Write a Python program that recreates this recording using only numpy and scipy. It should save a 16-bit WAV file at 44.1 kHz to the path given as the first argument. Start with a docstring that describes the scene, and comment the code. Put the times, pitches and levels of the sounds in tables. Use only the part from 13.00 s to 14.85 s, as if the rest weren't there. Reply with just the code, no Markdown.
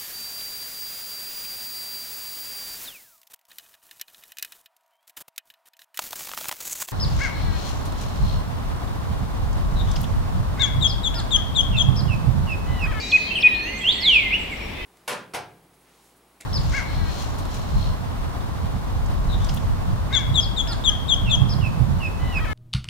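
"""Small birds at the edge of a wood

Two clean, close pips, then a whistle that sweeps up, falls and lifts again: gliding, nearly pure tones.
Farther birds add short notes, a soft warble, thin high seeps and buzzes of narrow-band noise.
The trees scatter every call into a long tail. Underneath lie a low wind rumble and distant outdoor noise."""
import sys
import numpy as np
from scipy import signal
from scipy.fft import rfft, irfft
from scipy.io import wavfile
from scipy.ndimage import uniform_filter1d

SR = 44100
rng = np.random.default_rng(int(sys.argv[2]) if len(sys.argv) > 2 else 0)


def unload_audio(sound):
    """Save the sound as a 16-bit wav file, at the path given as the first command line argument."""
    columns = np.transpose(np.atleast_2d(sound))
    # keep every value between -1 and 1, then stretch to whole-number steps
    steps = np.round(np.clip(columns, -1, 1) * 32767)
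    wavfile.write(sys.argv[1], SR, steps.astype(np.int16))


N = 81585
T = np.arange(N) / SR
FREQ_HZ = np.fft.rfftfreq(N, 1 / SR)
NOTE_EDGE_S, FAR_WAVER = 0.0058, 0.00518  # waver is a fraction of the pitch


def undb(db):
    """Decibels to gain."""
    return 10 ** (np.asarray(db) / 20)


def unit(x):
    """Scale to rms 1."""
    return x / np.sqrt(np.mean(x ** 2))


def pan(x, db):
    """Place a sound by its left-minus-right level."""
    return x * undb(np.array([[db], [-db]]) / 2)


def drift(rate_hz):
    """Smooth random movement with rms 1."""
    hop = max(int(SR / rate_hz), 1)
    steps = np.interp(np.arange(N) / hop, np.arange(2048), rng.standard_normal(2048))
    return unit(uniform_filter1d(steps, hop))


def eq_curve(points):
    """Gain at each frequency, drawn through (Hz, dB) points on a log axis."""
    hz, db = np.array(points).T
    return undb(np.interp(np.log(FREQ_HZ + 1), np.log(hz), db))


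def gate(start, length, edge_s):
    """Smooth attack, hold and release."""
    ramp = np.clip(np.minimum(T - start, start + length - T) / edge_s, 0, 1)
    return np.sin(np.pi / 2 * ramp) ** 2


def syrinx(hz, gain, waver, overtones_db=()):
    """A bird's voice: a slightly wavering sine, with optional harmonics from the second up."""
    phase = 2 * np.pi * np.cumsum(hz * (1 + waver * drift(rate_hz=250))) / SR
    overtones = sum(undb(db) * np.sin(k * phase) for k, db in enumerate(overtones_db, 2))
    return np.sqrt(2) * gain * (np.sin(phase) + overtones)


def phrase(curve, waver, overtones_db=(), start=0, ratio=1):
    """Sing one pitch and level curve."""
    times, hz, db = np.array(curve).T
    envelope = gate(start + times[0], times[-1] - times[0], edge_s=0.00336)
    gain = undb(np.interp(T - start, times, db)) * envelope
    return syrinx(ratio * np.interp(T - start, times, hz), gain, waver, overtones_db)


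def echoes(t60_s, treble_t60_s, onset_s, split_hz=5770):
    """Dense fading reflections, different in each ear, with a separate decay for the treble."""
    noise = rng.standard_normal((2, N))
    low = signal.sosfilt(signal.butter(4, split_hz, fs=SR, output="sos"), noise)
    high = signal.sosfilt(signal.butter(4, split_hz, "high", fs=SR, output="sos"), noise)
    fade = lambda t60: np.exp(-np.log(1000) * T / t60) * (1 - np.exp(-T / onset_s))
    return (low * fade(t60_s) + high * fade(treble_t60_s)) / np.linalg.norm(fade(t60_s))


def trees(x, scatter_db, tail_db, predelay_s=0):
    """Direct sound plus quick scatter from foliage and the long answer of the wood."""
    tail = echoes(t60_s=0.76, treble_t60_s=1, onset_s=0.009)
    tail = np.pad(tail, ((0, 0), (int(predelay_s * SR), 0)))[:, :N]
    scatter = echoes(t60_s=0.1, treble_t60_s=0.1, onset_s=0.003)
    response = undb(scatter_db) * scatter + undb(tail_db) * tail
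    return x + signal.fftconvolve(x, response, axes=1)[:, :N]


def air():
    """A wide bed of distant noise over a central wind rumble that slowly grows."""
    # tone of the bed: frequency_hz, relative_level_db
    spectrum = [(20, -5), (36, -6), (49, 4.5), (70, -6.5), (98, -5), (125, -12.5), (220, -9), (500, -17),
                (1000, -19.5), (1450, -27), (2300, -16), (3500, -24.5), (5000, -34.5), (7000, -42.5),
                (10000, -43.5), (16000, -44)]
    # stereo width of the bed: frequency_hz, side_minus_mid_db
    width = [(30, -27), (80, -14.5), (170, -12.5), (350, 0), (800, -1.5), (12000, -1.5)]
    low_cut = FREQ_HZ / np.hypot(FREQ_HZ, 20)
    mid, side = rfft(rng.standard_normal((2, N))) * eq_curve(spectrum) * low_cut
    stereo = mid + np.array([[1], [-1]]) * side * eq_curve(width)
    bass = 1 / (1 + (FREQ_HZ / 100) ** 4)  # the wind sits below 100 Hz
    swell_db = T - T.mean() + drift(rate_hz=4.56)  # rises 1 dB a second, flickers by 1 dB
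    wind = irfft(stereo * bass, N) * undb(swell_db)
    distance = irfft(stereo * (1 - bass), N) * undb(0.13 * drift(rate_hz=6))
    return undb(-34) * (wind + pan(distance, db=2.5)) / np.std(irfft(mid, N))


def short_notes():
    """Scattered far birds sing brief notes, each bending through three pitches."""
    # far notes: start_s, length_s, start_hz, middle_hz, end_hz, level_db, left_minus_right_db
    notes = [(-.03, 0.12, 2450, 2392, 2470, -38.5, -2.5), (0.019, 0.071, 3920, 3900, 3880, -37, 3),
             (.275, 0.097, 3270, 3046, 3180, -38.5, 8), (0.304, .036, 2640, 2680, 2630, -28, -9),
             (.351, .042, 3280, 2880, 2350, -24, 3), (0.463, 0.069, 3850, 3840, 3750, -43.5, -3.5),
             (.545, 0.1036, 4130, 4250, 4320, -40, -1.5), (0.659, 0.13, 4270, 4400, 4230, -49, -2),
             (0.646, 0.06, 2480, 2773, 2820, -33.5, -1.5), (.618, .055, 5750, 6200, 6380, -55, 0),
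             (0.658, .13, 6200, 6370, 6200, -52, 2), (0.807, 0.044, 3330, 3240, 3240, -36.5, -9),
             (0.951, 0.12, 4270, 4320, 4200, -41, -0.5), (1.512, 0.033, 2300, 2190, 2000, -32, 0),
             (1.568, 0.014, 5730, 5500, 4580, -53, 9), (1.604, 0.038, 2560, 2310, 2310, -36, -3),
             (1.604, 0.069, 5560, 5540, 5484, -54.5, 4), (1.74, 0.086, 3470, 3567, 3600, -48.5, -2),
             (1.758, .095, 2630, 2550, 2750, -45.5, -7), (1.771, 0.19, 2080, 2000, 2100, -43, -3),
             (1.807, 0.061, 3180, 3090, 2970, -50.5, -13)]
    calls = np.zeros((2, N))
    for start, length, first, middle, last, db, side in notes:
        arc = np.polyfit([0, .5, 1], [first, middle, last], 2)
        hz = np.polyval(arc, np.clip((T - start) / length, 0, 1))
        calls += pan(syrinx(hz, undb(db) * gate(start, length, NOTE_EDGE_S), FAR_WAVER), side)
    return calls


def buzzes():
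    """Raspy far calls: soft-edged bursts of narrow-band noise."""
    # buzzy calls: start_s, length_s, centre_hz, width_hz, level_db
    bursts = [(-.01, 0.037, 4690, 600, -34.5), (-.07, 0.33, 5900, 2720, -45),
              (0.091, 0.048, 4220, 395, -32.5), (0.155, 0.18, 4170, 800, -38),
              (0.34, 0.073, 8630, 750, -50.5), (0.527, 0.042, 3460, 704, -35)]
    calls = np.zeros(N)
    for start, length, hz, width, db in bursts:
        band = np.exp(-2 * ((FREQ_HZ - hz) / width) ** 2)
        rasp = unit(irfft(rfft(rng.standard_normal(N)) * band, N))
        calls += undb(db) * gate(start, length, length / 3) * rasp
    return calls


def pips():
    """The nearest bird pips twice: a thin lead-in drops and breaks onto a clean held note."""
    # contour of one pip: time_from_note_start_s, pitch_hz, level_db
    contour = [(-.034, 5050, -44), (-.022, 5350, -32), (-.011, 5480, -28), (-.006, 3900, -22),
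               (-.003, 3480, -13), (0, 3280, -15), (.0015, 2470, -14), (.005, 2485, -8), (.017, 2495, -1.2),
               (.044, 2498, 0), (.048, 2330, -17), (.056, 1950, -22), (.064, 1750, -42)]
    # the two pips: start_s, pitch_ratio, gain_db, left_minus_right_db
    cues = [(.121, 1.005, -10.3, 0), (.431, .993, -7.2, .5)]
    calls = np.zeros((2, N))
    for start, ratio, db, side in cues:
        pip = phrase(contour, waver=0.0028, overtones_db=(-57, -47.5), start=start, ratio=ratio)
        calls += pan(undb(db) * pip, side)
    return trees(calls, scatter_db=-24, tail_db=-9.5, predelay_s=.01)


def warble():
    """A distant bird on the right sings one soft, low, winding line."""
    # contour of the warble: time_s, pitch_hz, level_db
    contour = [(.44, 1886, -45), (.456, 1935, -38), (.53, 1884, -41), (.604, 1725, -49.5), (.65, 1856, -42),
               (.70, 2036, -37.5), (.775, 2108, -38.5), (.835, 1990, -41), (.882, 2053, -65),
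               (.948, 1897, -51), (1.01, 1980, -39.5), (1.05, 2148, -32), (1.09, 2360, -40),
               (1.12, 2300, -34)]
    return pan(phrase(contour, FAR_WAVER), db=-11.5)


def seeps():
    """A very small bird repeats a thin, high call with two voices at once."""
    # 60 ms calls: start_s, level_db
    cues = [(.775, -51.5), (0.924, -51.5), (1.12, -54.5), (1.385, -56), (1.504, -57)]
    gain = sum(undb(db) * gate(start, .06, NOTE_EDGE_S) for start, db in cues)
    return syrinx(hz=7530, gain=gain, waver=.014) + syrinx(hz=8200, gain=undb(-6) * gain, waver=.014)


def whistler():
    """A bird in the trees, just right of centre, whistles three gliding notes."""
    # contours of the three glides: time_s, pitch_hz, level_db
    upsweep = [(.828, 2470, -36), (.843, 2720, -25), (.861, 2886, -22.5), (.891, 3373, -13.5),
               (.911, 3824, -23), (.920, 4200, -31.5), (.927, 4860, -28)]
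    downsweep = [(1.004, 5610, -42.5), (1.017, 4906, -37), (1.033, 4320, -26.5), (1.062, 3645, -19),
                 (1.082, 3340, -13), (1.118, 2900, -17.5), (1.155, 2567, -14.5), (1.179, 2410, -16),
                 (1.206, 2235, -25.5), (1.248, 2110, -35.5), (1.266, 2095, -24.5), (1.288, 2060, -25),
                 (1.3, 2052, -54)]
    lift = [(1.305, 2089, -28), (1.32, 2298, -24.5), (1.337, 2707, -17.5), (1.35, 2929, -20),
            (1.365, 2925, -30)]
    song = sum(phrase(glide, waver=0.0038, overtones_db=(-33, -46)) for glide in (upsweep, downsweep, lift))
    return trees(pan(song, db=-1), scatter_db=-4.5, tail_db=-5.5)


def scene():
    """Two lead birds in front, a wetter chorus deeper in the wood, open air underneath."""
    leads = pips() + whistler()
    chorus = warble() + short_notes() + seeps() + buzzes()
    return leads + trees(chorus, scatter_db=-6, tail_db=-3.5) + air()


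def record(dry):
    """A steep low-pass cuts the top above 15.8 kHz."""
    return signal.sosfilt(signal.ellip(10, .1, 80, 15800, fs=SR, output="sos"), dry)


dry = scene()
out = record(dry)
unload_audio(out)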